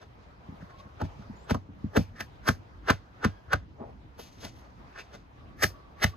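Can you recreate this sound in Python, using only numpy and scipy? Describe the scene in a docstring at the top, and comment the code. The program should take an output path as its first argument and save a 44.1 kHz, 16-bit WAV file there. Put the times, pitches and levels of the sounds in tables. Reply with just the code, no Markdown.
"""First heard is a far traffic rumble under the murmur of air and leaves, with pieces rustling on a table.
A cleaver then chops feathered carcasses: random snaps of bone, flesh, quill and feather excite resonances.
Each blow also jolts the light table top, whose damped modes knock and then boom, as they do for bumps of
hands and pieces and for bounces just after some blows. A tossed wing brushes past as crackle; squeak, whine
and bird call are wavering tones. Two close microphone ports differ in phase and level."""
import sys
import numpy as np
from scipy import signal
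from scipy.fft import rfft, irfft, next_fast_len
from scipy.io import wavfile

SR = 44100
rng = np.random.default_rng(int(sys.argv[2]) if len(sys.argv) > 2 else 0)


def put_to_file(sound):
    """Save the sound as 16-bit audio at rate SR, in the file named by the first command-line argument."""
    columns = np.atleast_2d(sound).T  # one column per channel
    safe = np.clip(columns, -1, 1)
    whole_steps = np.round(safe * 32767)
    wavfile.write(sys.argv[1], SR, whole_steps.astype(np.int16))


N = 271656

# Noise spectrum of far traffic: frequency_hz, density_db (relative, per Hz)
RUMBLE = [(22, -19), (50, 0.5), (100, -6), (200, -14), (330, -14.5)]
RUMBLE_DB = -50.5
# Noise spectrum of air and leaves: frequency_hz, density_db (relative, per Hz)
LEAVES = [(330, -2), (1000, -0.5), (1600, -8.5), (2500, -15), (5000, -23), (6500, -29), (8000, -48),
          (10000, -41.5), (13000, -37.5), (15500, -40)]
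# Course of the air and leaves: start_s, level_db
MURMUR = [(0, -58.5), (.9, -53.5), (2.6, -59), (3.9, -57), (6.16, -58.5)]
# Left-right correlation of the background: frequency_hz, likeness (-1 to 1)
LIKENESS = [(60, 0.79), (150, 0.91), (380, 0.36), (950, -0.38), (2380, -0.11), (5980, 0.25), (15000, 0.1)]

# Tone curves: start_s, pitch_hz, level_db (before the common tone gain and flutter)
SQUEAK = [(3.27, 1615, -72), (3.35, 1625, -67), (3.43, 1612, -77)]   # short squeak
WHINE = [(5.3, 1141, -74.5), (6.16, 1132, -67.5)]   # faint far whine
WAVER = [(.6, 1110, -75), (.72, 1080, -65), (.9, 1093, -66.5)]   # faint wavering tone
CHIRP = [(1.35, 7060, -81), (1.44, 7500, -72), (1.47, 7700, -80)]   # thin bird call
# Partials of the squeak: multiple, level_db
SQUEAK_OVERTONES = [(1, 0), (2, -12), (3, -18)]

# A tossed wing brushes past: start_s, level_db, hiss_db (re level)
FEATHERS = [(4.17, -72, 0), (4.196, -50.5, -3.5), (4.3, -62.5, -13), (4.39, -63.5, -13), (4.45, -45, -9),
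            (4.51, -64, -18), (4.596, -66, -4), (4.64, -71.5, -17), (4.79, -87, -16)]
# Resonances of feather hiss: frequency_hz, width_hz, level_db
FEATHER = [(7300, 3300, -4.5), (11770, 1870, 1.5), (13500, 2300, 0), (15700, 1370, 2)]
HISS_SLOPE = 1.64   # dB of hiss gained per dB of quill crackle in a contact

# Knock modes of the table top, before random spread: frequency_hz, level_db, t60_s
KNOCK_MODES = [(162.4, 0, 0.06), (205, 2.5, 0.058), (256, -4.5, 0.065), (332, -11.5, 0.039)]
# Boom modes of the whole top on its legs: multiple (of BOOM_HZ), level_db, t60_s
BOOM_MODES = [(1.0, 0, 0.041), (1.04, -6.5, 0.2), (.8, -10, 0.15), (1.38, 0, 0.071), (1.75, -2, 0.061)]
BOOM_HZ, BOOM_LAG_S = 92.7, 0.00672
# Bumps of hands and pieces, and bounces just after some blows: start_s, jolt_db
BUMPS = [(0.487, -29), (0.523, -34), (0.605, -39), (0.626, -35), (0.776, -44), (.855, -37.5), (1.031, -20),
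         (1.193, -34), (1.297, -31.5), (1.689, -34), (1.842, -18), (1.991, -16.5), (2.91, -27.5),
         (3.807, -34.5), (4.445, -33.5), (5.145, -44)]
BUMP_BOOM_DB = -4.5   # boom re jolt

# Cleaver blows: start_s, level_db, cutting_ms, bone_ring_hz, flesh_db, splinter_db, quill_db,
# crack_ms (after the bite), jolt_db (into the table), boom_db (re jolt)
CHOPS = [(1.002, -39, 24, 1266, 6, -12, -22, 15, -21, -1),
         (1.498, -30.5, 18, 1405, 3.5, -6, -12, 10.8, -14.5, -2),
         (1.540, -34.5, 15, 1030, 2.5, -26.5, -19, 8, -20.5, -5.5),
         (1.962, -25, 14, 1594, 6, -9.5, -11, 8.1, -10, -4),
         (2.201, -32.5, 12, 1680, -5.5, -11, -10.5, 6.4, -38, 4),
         (2.476, -20, 17, 1534, -6, -14.5, -11.5, 12.4, -13, -3),
         (2.886, -18.5, 23, 1475, -4.5, -12, -18, 17.7, -13.5, -2),
         (3.241, -22.5, 13, 1420, -3.5, -14, -18.5, 7.5, -13.5, -2.5),
         (3.522, -20.5, 21, 1495, -6, -19, -24.5, 12.8, -20, 2.5),
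         (5.626, -19.5, 17, 1756, -4.5, -11, -6.5, 14.3, -20.5, 0.5),
         (6.027, -22, 18.6, 1750, -5, -6, -8.5, 15, -22, 9)]
JOLT_SHARE = 0.748   # share of the cut after which the blow reaches the table
# Pieces dragged, gripped and dropped: start_s, level_db, contact_ms, bone_ring_hz, flesh_db, splinter_db
RUSTLES = [(0.015, -56.5, 22, 1440, 3.5, -9.5), (0.61, -55.5, 16, 1580, -1, -17),
           (0.70, -57, 9.8, 1510, -2, -14.5), (0.788, -63, 21, 3800, 2, -2.5),
           (1.04, -61, 20, 1420, 13, -1.5), (1.19, -60, 52, 1300, -4, -10.5),
           (2.005, -62.5, 31, 1410, -7, 4.5), (2.16, -53.5, 33, 1730, -14, -12.5),
           (3.803, -59.5, 38, 860, 18.5, -29), (3.85, -66.5, 74, 790, 15, -16.5),
           (4.192, -55, 12, 1380, 11, -6), (4.43, -51, 38, 1420, 6, -7),
           (4.962, -44.5, 37, 1540, -8, -19.5), (4.988, -47.5, 23, 2580, -5, -7),
           (5.135, -53.5, 21, 1440, 5.5, -5)]
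RUSTLE_PEAK_SHARE = 0.65   # share of the contact at which its crack comes
# Bone resonances: multiple (of bone ring), width_hz, level_db
BONE = [(1.0, 237, 3.5), (.86, 220, 0), (.68, 224, 0), (1.2, 630, -9.5)]
# Soft tissue resonances: frequency_hz, width_hz, level_db
FLESH = [(304, 227, 2), (530, 423, 3.5), (787, 309, 1)]
# Splinter resonance: frequency_hz, width_hz, level_db
SPLINTER = [(2400, 2460, 0)]
# Quill resonance: frequency_hz, width_hz, level_db
QUILL = [(4990, 2850, 0)]
# Blade modes damped by the meat, before random spread: frequency_hz, width_hz, level_db
BLADE = [(2068, 130, 7.5), (2345, 200, 8.5), (3460, 270, -2.5), (4350, 96, -10), (4940, 240, -22),
         (5530, 140, -10)]
BLADE_SPREAD_DB = 4   # each contact drives the modes unevenly
# Broad resonance of the break itself: frequency_hz, width_hz, level_db
CRACK = [(1099, 990, 0)]
CRACK_GAP_MS, CRACK_MS = 2.0, 1.44   # mean spacing of the three clicks; time scale of the burst of snaps

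# Port phase for table sounds: frequency_hz, left_lead_rad
PORT_PHASE = [(60, -.35), (300, -.6), (600, -1.8), (1150, -1.1), (1450, 1.0), (2300, 1.1), (3000, -.9),
              (4800, -.9), (6000, -5.0), (7300, -8.9), (10000, -8.9), (12000, -6.8), (15300, -6.7)]
# Port level difference: frequency_hz, left_minus_right_db
PORT_BALANCE = [(60, 2), (150, -2), (380, 4), (950, -1), (2380, -0.5), (5980, 5), (15000, -3.5)]
# Reflections from table edge and fence: delay_s (mean of the two ports), level_db (before treble loss)
ECHOES = [(.004, -16), (.021, -18.5)]
CUTOFF_HZ = 15850   # stopband edge


def from_db(db):
    """Logarithmic level: decibels become an amplitude ratio."""
    return 10 ** (np.asarray(db) / 20)


def rms_one(x):
    """Normalisation: scale to unit root-mean-square amplitude."""
    return x / np.sqrt(np.mean(x ** 2) + 1e-20)


def in_time(rows):
    """Linear interpolation: curve columns at every sample, plus a soft-ended mask of the curve's span."""
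    s, *columns = np.transpose(rows)
    t = np.arange(N) / SR
    inside = np.clip(np.minimum(t - s[0], s[-1] - t) / 0.016, 0, 1)
    return [np.interp(t, s, c) for c in columns] + [inside]


def at_hz(points, hz):
    """Logarithmic pitch: interpolate a table along a log-frequency axis."""
    points = np.array(points)
    return np.interp(np.log(hz + 1), np.log(points[:, 0] + 1), points[:, 1])


def drift(rate_hz):
    """Low-passed noise: a slow random wander of spread 1."""
    step = 40   # samples per slow value
    r = np.exp(-2 * np.pi * rate_hz * step / SR)
    white = rng.standard_normal(N // step + 2002)
    slow = signal.lfilter([1], [1, -2 * r, r * r], white)[2000:]   # the filter's start-up is dropped
    return np.interp(np.arange(N) / step, np.arange(len(slow)), rms_one(slow))


def resonate(x, peaks, unit_hz=1):
    """Parallel damped resonators of alternating sign; unit rms in all."""
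    out = 0
    for k, (hz, width_hz, db) in enumerate(peaks):
        r = np.exp(-np.pi * width_hz / SR)
        angle = 2 * np.pi * hz * unit_hz / SR
        ring = signal.lfilter([1 - r * r, 0, r * r - 1], [1, -2 * r * np.cos(angle), r * r], x)
        out = out + (-1) ** k * from_db(db) * ring
    return rms_one(out)


def snaps(size, per_s, spread_db):
    """Random impulse train: fibres and splinters break as clicks of uneven size and either sign."""
    chance, sign, strength = rng.random((3, size))
    breaks = chance < per_s / SR
    force = from_db(-spread_db * np.log(1 - .98 * strength))
    return breaks * np.sign(sign - .5) * force + 1e-18


def banded_noise(spectrum, low_hz, count, patchy_db):
    """Filtered stereo noise: third-octave bands with own level, flicker and correlation; unit rms."""
    out, together = 0, drift(2.5)
    edges = low_hz * 2 ** (np.arange(count + 1) / 3)
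    white = rng.standard_normal((2, 2, N))
    for k, (low, high) in enumerate(zip(edges, edges[1:])):
        band = signal.butter(2, [low, high], "band", fs=SR, output="sos")
        mid, side = signal.sosfilt(band, white[k % 2])   # neighbouring bands use different noise
        hz = np.sqrt(low * high)
        alike = np.clip(at_hz(LIKENESS, hz), -1, 1)
        gain = from_db(at_hz(spectrum, hz) + patchy_db * (1.04 * together + drift(10.7)))
        stereo = np.sqrt(1 + alike) * mid + np.sqrt(1 - alike) * side * [[1], [-1]]
        out = out + gain * stereo
    return rms_one(out)


def traffic_rumble():
    """Low-frequency noise radiation: far traffic as unsteady bass bands."""
    return from_db(RUMBLE_DB) * banded_noise(RUMBLE, 19.93, count=12, patchy_db=2.0)


def leaf_murmur():
    """Broadband turbulence noise: air and leaves, swelling along a level curve."""
    level_db, _ = in_time(MURMUR)
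    return from_db(level_db) * banded_noise(LEAVES, 323.6, count=17, patchy_db=1.84)


def tone(curve, overtones, waver, flutter_db):
    """Frequency and amplitude modulation: a wavering whistle with harmonic partials."""
    hz, db, inside = in_time(curve)
    phase = 2 * np.pi * np.cumsum(hz * (1 + waver * drift(29.5))) / SR
    gain = inside * from_db(db + 6.0 + flutter_db * drift(30))
    return gain * sum(from_db(partial_db) * np.sin(k * phase) for k, partial_db in overtones)


def whistles():
    """Quasi-periodic tones: squeak with partials; bird call, whine and wavering tone as single sines."""
    pure = [(1, 0)]
    squeak = tone(SQUEAK, SQUEAK_OVERTONES, waver=.014, flutter_db=4)
    chirp = tone(CHIRP, pure, waver=.03, flutter_db=4.5)
    return squeak + chirp + sum(tone(curve, pure, waver=0.0078, flutter_db=5.0) for curve in (WHINE, WAVER))


def feathers():
    """Frictional impulses: rubbing barbs give a dense, uneven bright crackle."""
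    db, hiss_db, inside = in_time(FEATHERS)
    breaks = snaps(N, per_s=5600.0, spread_db=1.0) * from_db(1.8 * drift(38))
    rub = resonate(breaks, [(2500, 2900, 0.37), (6340, 2850, 0.3)])
    hiss = from_db(hiss_db) * resonate(resonate(breaks, FEATHER), FEATHER)
    return inside * from_db(db) * (rub + hiss)


def table_top(jolts):
    """Modal decay: each jolt rings the knock modes at once; the boom of the whole top builds a little later."""
    out, t = np.zeros(N + SR), np.arange(SR // 2) / SR
    chance = rng.standard_normal((len(jolts), 2, len(KNOCK_MODES)))
    late = np.maximum(t - BOOM_LAG_S, 0)
    boom = sum(from_db(mode_db - 60 * late / t60) * np.sin(2 * np.pi * k * BOOM_HZ * late)
               for k, mode_db, t60 in BOOM_MODES)
    boom = boom * (1 - np.exp(-late / 0.0047))
    for (s, db, boom_db), (strength, place) in zip(jolts, chance):
        # strength and place vary the level and pitch of each mode
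        knock = sum(from_db(mode_db + 2.0 * a - 60 * t / t60) * np.sin(2 * np.pi * hz * (1 + 0.062 * b) * t)
                    for (hz, mode_db, t60), a, b in zip(KNOCK_MODES, strength, place))
        knock = knock * (1 - np.exp(-t / 0.0026)) ** 2
        at = round(s * SR)
        out[at:at + len(t)] += from_db(db) * (knock + from_db(boom_db) * boom)
    return out[:N]


def contact_force(ms, hold_ms, crack_ms, swell_db, lead_in_db, rise_db_ms, bite_db_ms, fall_db_ms,
                  linger_db, linger_db_ms, sag_db_ms, crack_db):
    """Amplitude envelope: short rising crunch before the peak, sag and fast stop; also the settling tail."""
    before, after = np.maximum(-ms, 0), np.maximum(ms - hold_ms, 0)
    growth_db = swell_db * (np.clip(ms / crack_ms, 0, 1) - 1)
    edges_db = -bite_db_ms * before - fall_db_ms * after
    sag_db = -sag_db_ms * np.maximum(ms - crack_ms, 0)
    burst_db = crack_db * np.exp(-((ms - crack_ms) / CRACK_MS) ** 2)
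    cut = from_db(growth_db + edges_db + sag_db + burst_db)
    cut = cut + (ms < 0) * from_db(lead_in_db - swell_db - rise_db_ms * before)
    settle = (ms >= 0) * from_db(linger_db - linger_db_ms * after)
    return cut, settle


def crack_clicks(size, lead, crack_ms):
    """Brittle fracture: three hard clicks, uneven in time and force, through one broad resonance."""
    clicks, (when, force) = np.full(size, 1e-18), rng.random((2, 3))
    click_ms = crack_ms + CRACK_GAP_MS * (np.arange(-1, 2) + when - .5)
    clicks[lead + (click_ms * SR / 1000).astype(int)] = .5 + force
    return resonate(clicks, CRACK)


def crunches(table, per_s, hiss_db, blade_db, click_db, **force_settings):
    """Fracture-driven resonance: snaps under the contact force ring bone, flesh, splinter, quill and steel."""
    out, lead, size = np.zeros(N + SR), SR // 16, SR // 4
    ms = (np.arange(size) - lead) * 1000 / SR
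    for s, db, hold_ms, ring_hz, flesh_db, splinter_db, quill_db, crack_ms, *_ in table:
        cut, settle = contact_force(ms, hold_ms, crack_ms, **force_settings)
        breaks = snaps(size, per_s, spread_db=4.0)
        bone_breaks = (cut + 0.47 * settle) * breaks   # bone rings mostly under the blade
        flesh_breaks = (cut + settle) * breaks
        # splinters and quills break on their own and go on longer
        splinters = (cut + 2.07 * settle) * snaps(size, per_s, spread_db=0.5)
        quills = (cut + 2.46 * settle) * snaps(size, 2 * per_s, spread_db=4.0)
        blade_modes = [(hz, width_hz, mode_db + BLADE_SPREAD_DB * a)
                       for (hz, width_hz, mode_db), a in zip(BLADE, rng.standard_normal(len(BLADE)))]

        bone = resonate(resonate(bone_breaks, BONE, ring_hz), [(0.96, 0.83 * ring_hz, 0)], ring_hz)
        flesh = resonate(resonate(flesh_breaks, FLESH), [(517, 1400, 0)])   # soft tissue has little treble
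        splinter = resonate(resonate(splinters, SPLINTER), SPLINTER)
        quill = resonate(resonate(quills, QUILL), QUILL)
        blade = resonate(splinters, blade_modes)
        hiss = resonate(resonate(quills, FEATHER), FEATHER)

        sound = bone + from_db(flesh_db) * flesh + from_db(splinter_db) * splinter
        sound = sound + from_db(quill_db) * quill + from_db(splinter_db + blade_db) * blade
        sound = sound + from_db(hiss_db + HISS_SLOPE * quill_db) * hiss
        sound = sound + from_db(click_db) * crack_clicks(size, lead, crack_ms)
        at = round(s * SR)
        out[at:at + size] += from_db(db) * np.sqrt(np.mean(cut ** 2)) * sound
    return out[lead:lead + N]


def rustles():
    """Sliding and gripping contact: a gentle swell with a small crack part-way through."""
    # splinter level serves for the quills too
    rows = [(*row, row[-1], RUSTLE_PEAK_SHARE * row[2]) for row in RUSTLES]
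    return crunches(rows, per_s=5000.0, hiss_db=-9.5, blade_db=1, click_db=-18,
                    swell_db=1.5, lead_in_db=-15, rise_db_ms=0.1, bite_db_ms=1.0, fall_db_ms=0.7,
                    linger_db=-14, linger_db_ms=.18, sag_db_ms=0.43, crack_db=2.0)


def chops():
    """Forced fracture: the crunch under the cleaver grows until the bone cracks, then sags and stops."""
    return crunches(CHOPS, per_s=3500.0, hiss_db=1.5, blade_db=-1.5, click_db=-8,
                    swell_db=7, lead_in_db=-9, rise_db_ms=0.53, bite_db_ms=1.5, fall_db_ms=2.0,
                    linger_db=-12, linger_db_ms=0.38, sag_db_ms=0.68, crack_db=1.5)


def at_ports(x):
    """Two-path propagation: the ports differ in phase and level by frequency; dull echoes reach the left later."""
    size = next_fast_len(N + SR // 4)
    hz = np.arange(size // 2 + 1) * SR / size
    side = np.array([[1], [-1]])   # left, right
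    echoes = sum(from_db(db) * np.exp(-2j * np.pi * hz * s * (1 + .15 * side)) for s, db in ECHOES)
    echoes = echoes / (1 + (hz / 6000) ** 2)
    balance = from_db(side * at_hz(PORT_BALANCE, hz) / 2)
    ports = balance * np.exp(.5j * side * at_hz(PORT_PHASE, hz))
    return irfft(rfft(x, size) * ports * (1 + echoes), size)[:, :N]


def scene():
    """Superposition: table sounds and whistles through the ports, over the garden background."""
    garden = traffic_rumble() + leaf_murmur()
    blows = [(s + JOLT_SHARE * cut_ms / 1000, jolt_db, boom_db)
             for s, _, cut_ms, *_, jolt_db, boom_db in CHOPS]
    table = table_top(blows + [(s, db, BUMP_BOOM_DB) for s, db in BUMPS])
    return at_ports(whistles() + feathers() + table + rustles() + chops()) + garden


def record(dry):
    """Band limiting: the microphone drops the deepest bass and the top is cut."""
    dry = signal.sosfilt(signal.butter(2, 46, "high", fs=SR, output="sos"), dry)
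    return signal.sosfilt(signal.cheby2(12, 70, CUTOFF_HZ, fs=SR, output="sos"), dry)


dry = scene()
out = record(dry)
put_to_file(out)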